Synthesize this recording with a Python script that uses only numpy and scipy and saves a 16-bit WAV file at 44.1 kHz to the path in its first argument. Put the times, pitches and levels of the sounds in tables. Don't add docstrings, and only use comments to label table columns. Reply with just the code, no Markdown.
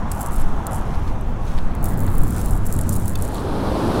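import sys
import numpy as np
from scipy import signal
from scipy.fft import rfft, irfft, next_fast_len
from scipy.io import wavfile
from scipy.ndimage import uniform_filter1d, map_coordinates

SR = 44100
rng = np.random.default_rng(int(sys.argv[2]) if len(sys.argv) > 2 else 0)


def pcm_store(signal):
    levels = np.round(np.clip(np.atleast_2d(signal), -1, 1) * 32767)
    wavfile.write(sys.argv[1], SR, levels.astype(np.int16).T)


N = 176400


def tackle():
    # (time [s], level before trim [dB])
    ticks = [(0.2086, -24), (0.214, -21), (0.2176, -25), (0.2301, -25), (0.2615, -23.5), (0.2639, -30),
             (0.3342, -30), (0.3433, -33), (0.3625, -25), (0.415, -31), (0.7327, -25), (0.7361, -43),
             (0.7458, -26), (0.7588, -26), (1.2115, -37.5), (1.7515, -33.5), (1.8428, -21), (1.857, -24),
             (1.8663, -36), (1.8857, -29), (1.8906, -31), (2.0042, -28), (2.0653, -29), (2.1528, -32),
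             (2.1819, -24.5), (2.2355, -27.5), (2.3068, -28), (2.3827, -28), (2.4594, -25), (2.5084, -24),
             (2.525, -38), (2.565, -34), (2.6649, -22), (2.6673, -27), (2.6702, -26), (2.7258, -18),
             (2.7348, -34), (2.7391, -23), (2.765, -24.5), (2.7891, -20), (2.8124, -19.5), (2.8927, -15),
             (2.907, -29), (2.9255, -23), (2.9306, -21), (2.9368, -27), (2.9405, -24), (2.9549, -23),
             (2.9624, -22.5), (2.9665, -24), (3.057, -27), (3.08, -20), (3.0949, -25.5), (3.2231, -17.5),
             (3.251, -26), (3.3456, -27)]
    # (start [s], end [s], level before trim [dB])
    rattles = [(0.122, .285, -35.5), (.31, .42, -33.5), (.705, .8, -34.5), (1.827, 1.95, -36.5),
               (1.974, 2.21, -37), (2.218, 2.36, -36), (2.361, 2.585, -33.5), (2.653, 2.845, -34),
               (2.865, 3.0, -38), (2.998, 3.14, -34.5), (3.177, 3.29, -34.5), (3.294, 3.42, -41)]
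    # (frequency [Hz], gain [dB])
    tick_colour = [(1500, -40), (3500, -26), (5200, -16), (6850, -9), (7250, -0.5), (7700, -4.5),
                   (8300, -0.5), (8900, -3.5), (9500, -5), (10100, -2.5), (10650, -0.5), (11450, -1.5),
                   (12200, -8.5), (13800, -7), (14800, -4.5), (16000, -11)]
    ticks_per_s, spread_db, trim_db = 130, 2.5, -1.5
    contacts = list(ticks)
    for start, end, db in rattles:
        for time in np.arange(start, end, 1 / ticks_per_s):
            jitter = rng.normal(0, 0.25) / ticks_per_s
            accent_db = spread_db * np.clip(rng.normal(), -2, 2)
            contacts.append((time + jitter, db + accent_db))
    envelope = fade(t60=0.0063) + amp(-9) * fade(t60=0.029)
    return amp(trim_db) * impacts(contacts, tick_colour, envelope, snap=3.6)


def sparkle(rattle):
    # (time [s], gain [dB])
    shelf = [(0, 1), (.4, -1), (.75, -9), (1.8, 6), (2.25, 5), (2.4, 1), (2.8, -2), (3.05, 0), (3.4, -2)]
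    shelf_hz = 12500
    treble = filtered(rattle, lambda hz: 1 - 1 / (1 + (hz / shelf_hz) ** 10))
    return rattle + (level(shelf) - 1) * treble


def metal_clacks():
    # (time [s], level [dB])
    hits = [(.116, -21.5), (.119, -23.5), (0.668, -22)]
    # (frequency [Hz], gain [dB], t60 [s])
    modes = [(4436, -21, .022), (7100, -13, .02), (8100, -1, .011), (8300, -3.5, .012), (9550, -6, .011),
             (10400, -7, .012), (12700, -7, .012), (13400, 1, .012), (14090, -6, .012)]
    return ringing_hits(hits, modes)


def rod_taps():
    # (time [s], level [dB])
    taps = [(3.1542, -29), (3.1565, -26)]
    # (frequency [Hz], gain [dB], t60 [s])
    modes = [(2579, -3, .03), (3530, 2, 0.021), (4480, -2, 0.018), (5450, -4, .014), (6520, -1.5, 0.015),
             (7940, -1, .013), (9572, -5, .013), (10500, -3, .013), (13400, -3, .013), (15300, -2, .013)]
    return ringing_hits(taps, modes)


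def gear_knocks():
    # (time [s], level [dB])
    knocks = [(.94, -35), (.947, -36), (1.08, -43), (1.579, -29.5), (1.5862, -26.5), (2.078, -30.5),
              (2.79, -34), (3.345, -31), (3.355, -30), (3.382, -32)]
    # (frequency [Hz], gain [dB])
    knock_colour = [(400, -13), (900, 8), (1180, 14), (1500, 4), (2000, 7), (2800, -4.5), (3500, 4.5),
                    (4300, 4), (5500, -11), (9000, -11), (16000, -23)]
    return impacts(knocks, knock_colour, fade(t60=0.021), snap=5.1)


def footsteps():
    # (peak time [s], rise [s], fall [s], level [dB])
    presses = [(.4, .06, 0.15, -44.5), (.92, 0.11, 0.16, -45.5), (1.08, 0.054, 0.06, -51),
               (1.49, 0.071, 0.19, -43.5), (2.38, 0.077, 0.072, -45), (3.37, .05, 0.055, -50)]
    # (frequency [Hz], gain [dB])
    press_colour = [(500, 6), (1400, 5), (2200, 3), (3500, -1.5), (4800, -6.5), (6200, -3), (7500, -15),
                    (11000, -15), (16000, -26)]
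    # (peak time [s], rise [s], fall [s], level [dB])
    scuffs = [(.115, 0.023, 0.11, -51.5), (.21, .06, 0.057, -52), (.37, 0.059, 0.17, -49),
              (.76, 0.077, 0.21, -52), (1.08, .09, 0.087, -58.5), (1.48, 0.066, 0.26, -53),
              (1.85, 0.023, 0.23, -51), (2.39, 0.087, 0.087, -39), (2.5, 0.058, 0.078, -55.5),
              (2.68, 0.025, 0.14, -57), (2.94, 0.17, 0.2, -43.5), (3.235, 0.023, 0.041, -49),
              (3.36, 0.039, 0.058, -44.5)]
    # (frequency [Hz], gain [dB])
    scuff_colour = [(800, -9), (2000, -9), (3500, -5), (5200, -3), (7200, 1.5), (8700, 1), (11000, -0.5),
                    (13000, -7), (16000, -6)]
    # (time [s], level [dB])
    thuds = [(2.029, -21), (2.521, -12), (2.785, -29)]
    thud_hz, attack_s = 66, 0.006
    out = sand_swells(presses, press_colour) + sand_swells(scuffs, scuff_colour)
    decay = fade(t60=0.083)
    t = np.arange(len(decay)) / SR
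    thud = decay * (1 - np.exp(-t / attack_s)) * np.sin(2 * np.pi * thud_hz * t)
    for time, db in thuds:
        place(out, time, db, thud)
    return out


def wind():
    # (time [s], level before lift [dB])
    gust_ride = [(0.0, -14), (0.04, -31), (0.1, -21.5), (0.22, -36), (0.37, -13.5), (0.5, -20), (0.53, -17),
                 (0.66, -28.5), (0.7, -26.5), (0.98, -21), (1.14, -18.5), (1.21, -24.5), (1.28, -15),
                 (1.39, -24), (1.45, -17.5), (1.78, -23.5), (2.25, -15.5), (2.29, -21), (2.55, -14.5),
                 (2.66, -22), (2.78, -21), (4.0, -30.5)]
    # (frequency [Hz], gain [dB])
    gust_colour = [(1, -34), (5, 0), (10, 3.5), (20, -4.5), (35, -9.5), (55, -17.5), (100, -40),
                   (300, -75.5)]
    # (time [s], level [dB])
    rumble_ride = [(0.0, -26), (0.1, -27.5), (0.44, -25.5), (0.95, -27), (0.98, -24), (1.31, -28),
                   (1.76, -25), (1.8, -25.5), (1.82, -22.5), (2.05, -21), (2.18, -25), (2.21, -21.5),
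                   (2.51, -23), (2.53, -20.5), (2.6, -27), (2.77, -21), (3.33, -25.5), (4.0, -23.5)]
    # (frequency [Hz], gain [dB])
    rumble_colour = [(5, -27), (20, -11), (50, 1.5), (80, 1.5), (125, -2.5), (220, -5.5), (320, -14),
                     (480, -26), (1000, -38.5), (3000, -74)]
    lift_db = 2
    gusts = amp(lift_db) * level(gust_ride) * noise_bed(gust_colour, patchy_db=-0.67)
    rumble = level(rumble_ride) * noise_bed(rumble_colour, patchy_db=0.46)
    return gusts + rumble


def surf():
    # (time [s], level [dB])
    path_ride = [(0, -32), (.25, -32), (.45, -34), (.7, -31.5), (1.05, -35.5), (1.35, -35), (1.7, -39),
                 (2.1, -53), (4, -57)]
    beach_ride = [(0, -51), (1.3, -44), (1.85, -32.5), (2.4, -34), (2.8, -35), (3.2, -35.5), (4, -35)]
    near_ride = [(0, -87), (3.0, -67), (3.2, -34.5), (3.4, -28), (3.6, -24.5), (3.8, -22), (4, -20)]
    # (frequency [Hz], gain [dB])
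    path_colour = [(100, -12), (400, -3), (560, -4), (800, 2), (1150, -2.5), (1500, -9), (2200, -20),
                   (3300, -24.5), (4800, -35), (6200, -31), (7500, -36), (11000, -42), (16000, -57)]
    beach_colour = [(100, -4.5), (400, 1.5), (800, 1), (1200, -3.5), (1600, -8.5), (2200, -18), (3000, -23),
                    (4200, -25), (6000, -38.5), (16000, -51)]
    near_colour = [(71, -36), (120, -8.5), (306, 0.5), (383, -2), (469, -4.5), (780, -9), (846, -7),
                   (917, -9.5), (995, -11), (1380, -16.5), (2030, -30), (4130, -28), (6870, -40),
                   (10700, -37.5), (15500, -51)]
    path = level(path_ride) * noise_bed(path_colour, patchy_db=1.35)
    beach = level(beach_ride) * noise_bed(beach_colour, patchy_db=1.5)
    near = level(near_ride) * noise_bed(near_colour, patchy_db=0.45)
    return path + beach + near


def beach_hum():
    # (time [s], level [dB])
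    ride = [(0, -48), (1.75, -44), (2.0, -27), (2.6, -29), (3.05, -26.5), (3.3, -36.5), (4, -51)]
    hum_hz, wander_rad, waver_db = 97, 0.79, 3.2
    phase = 2 * np.pi * hum_hz * np.arange(N) / SR + wander_rad * wobble(7)
    return level(ride) * unit(np.sin(phase) * amp(waver_db * wobble(12)))


def impacts(hits, colour, envelope, snap):
    out, response = np.zeros(N), body(colour)
    for time, db in hits:
        force = envelope * rng.standard_normal(len(envelope))
        force[0] = snap
        place(out, time, db, signal.fftconvolve(force, response))
    return out


def ringing_hits(hits, modes):
    # (frequency [Hz], gain [dB])
    crack_colour = [(1000, -20), (2600, -10.5), (5500, -8), (7500, -0.5), (10000, -0.5), (13500, -5),
                    (16000, -7)]
    out, decay = np.zeros(N), fade(t60=0.016)
    t = np.arange(len(decay)) / SR
    for time, db in hits:
        ring = np.zeros(len(t))
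        for hz, mode_db, t60 in modes:
            gain = amp(mode_db + rng.normal(0, 1.6))
            ring += gain * fade(t60) * np.sin(2 * np.pi * (hz * t + rng.random()))
        crack = signal.lfilter(body(crack_colour), 1, decay * rng.standard_normal(len(t)))
        place(out, time, db, ring + 2.88 * crack)
    return out


def sand_swells(strokes, colour):
    t = np.arange(N) / SR
    swell = sum(amp(db - 10 * np.maximum((peak - t) / rise, (t - peak) / fall))
                for peak, rise, fall, db in strokes)
    grain_db = 4
    return swell * unit(noise_bed(colour, patchy_db=1.2) * amp(grain_db * wobble(700)))


def noise_bed(colour, patchy_db):
    spectra = signal.stft(rng.standard_normal(N), nperseg=512)[2]
    patches = uniform_filter1d(rng.standard_normal(spectra.shape), size=5, axis=0)
    patches = uniform_filter1d(patches, size=14, axis=1)
    noise = signal.istft(spectra * amp(patchy_db * unit(patches)), nperseg=512)[1][:N]
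    return unit(filtered(noise, lambda hz: gains(colour, hz)))


def body(colour, size=512):
    cepstrum = irfft(np.log(gains(colour, np.fft.rfftfreq(size, 1 / SR))))
    cepstrum[1:size // 2] *= 2
    cepstrum[size // 2 + 1:] = 0
    return irfft(np.exp(rfft(cepstrum)))


def place(out, time, db, sound):
    peak = np.sqrt(uniform_filter1d(sound ** 2, size=44).max())
    part = out[max(round(time * SR), 0):][:len(sound)]
    part += amp(db) * sound[:len(part)] / peak


def fade(t60, size=4096):
    return np.exp(-np.log(1000) * np.arange(size) / SR / t60)


def wobble(rate):
    return map_coordinates(rng.standard_normal(N + 4), [np.arange(N) * rate / SR])


def level(ride):
    return amp(np.interp(np.arange(N) / SR, *np.transpose(ride)))


def gains(colour, hz):
    knots_hz, db = np.transpose(colour)
    return amp(np.interp(np.log(hz + 1), np.log(knots_hz + 1), db))


def filtered(x, response):
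    size = next_fast_len(N + 8192)
    return irfft(rfft(x, size) * response(np.fft.rfftfreq(size, 1 / SR)), size)[:N]


def amp(db):
    return 10 ** (np.asarray(db) / 20)


def unit(x):
    return x / np.sqrt(np.mean(x ** 2) + 1e-20)


def scene():
    gear = sparkle(tackle()) + metal_clacks() + rod_taps() + gear_knocks()
    return (gear + footsteps() + wind() + surf() + beach_hum())[None]


def record(dry):
    cutoff_hz = 15850
    return filtered(dry[0], lambda hz: hz < cutoff_hz)[None]


dry = scene()
out = record(dry)
pcm_store(out)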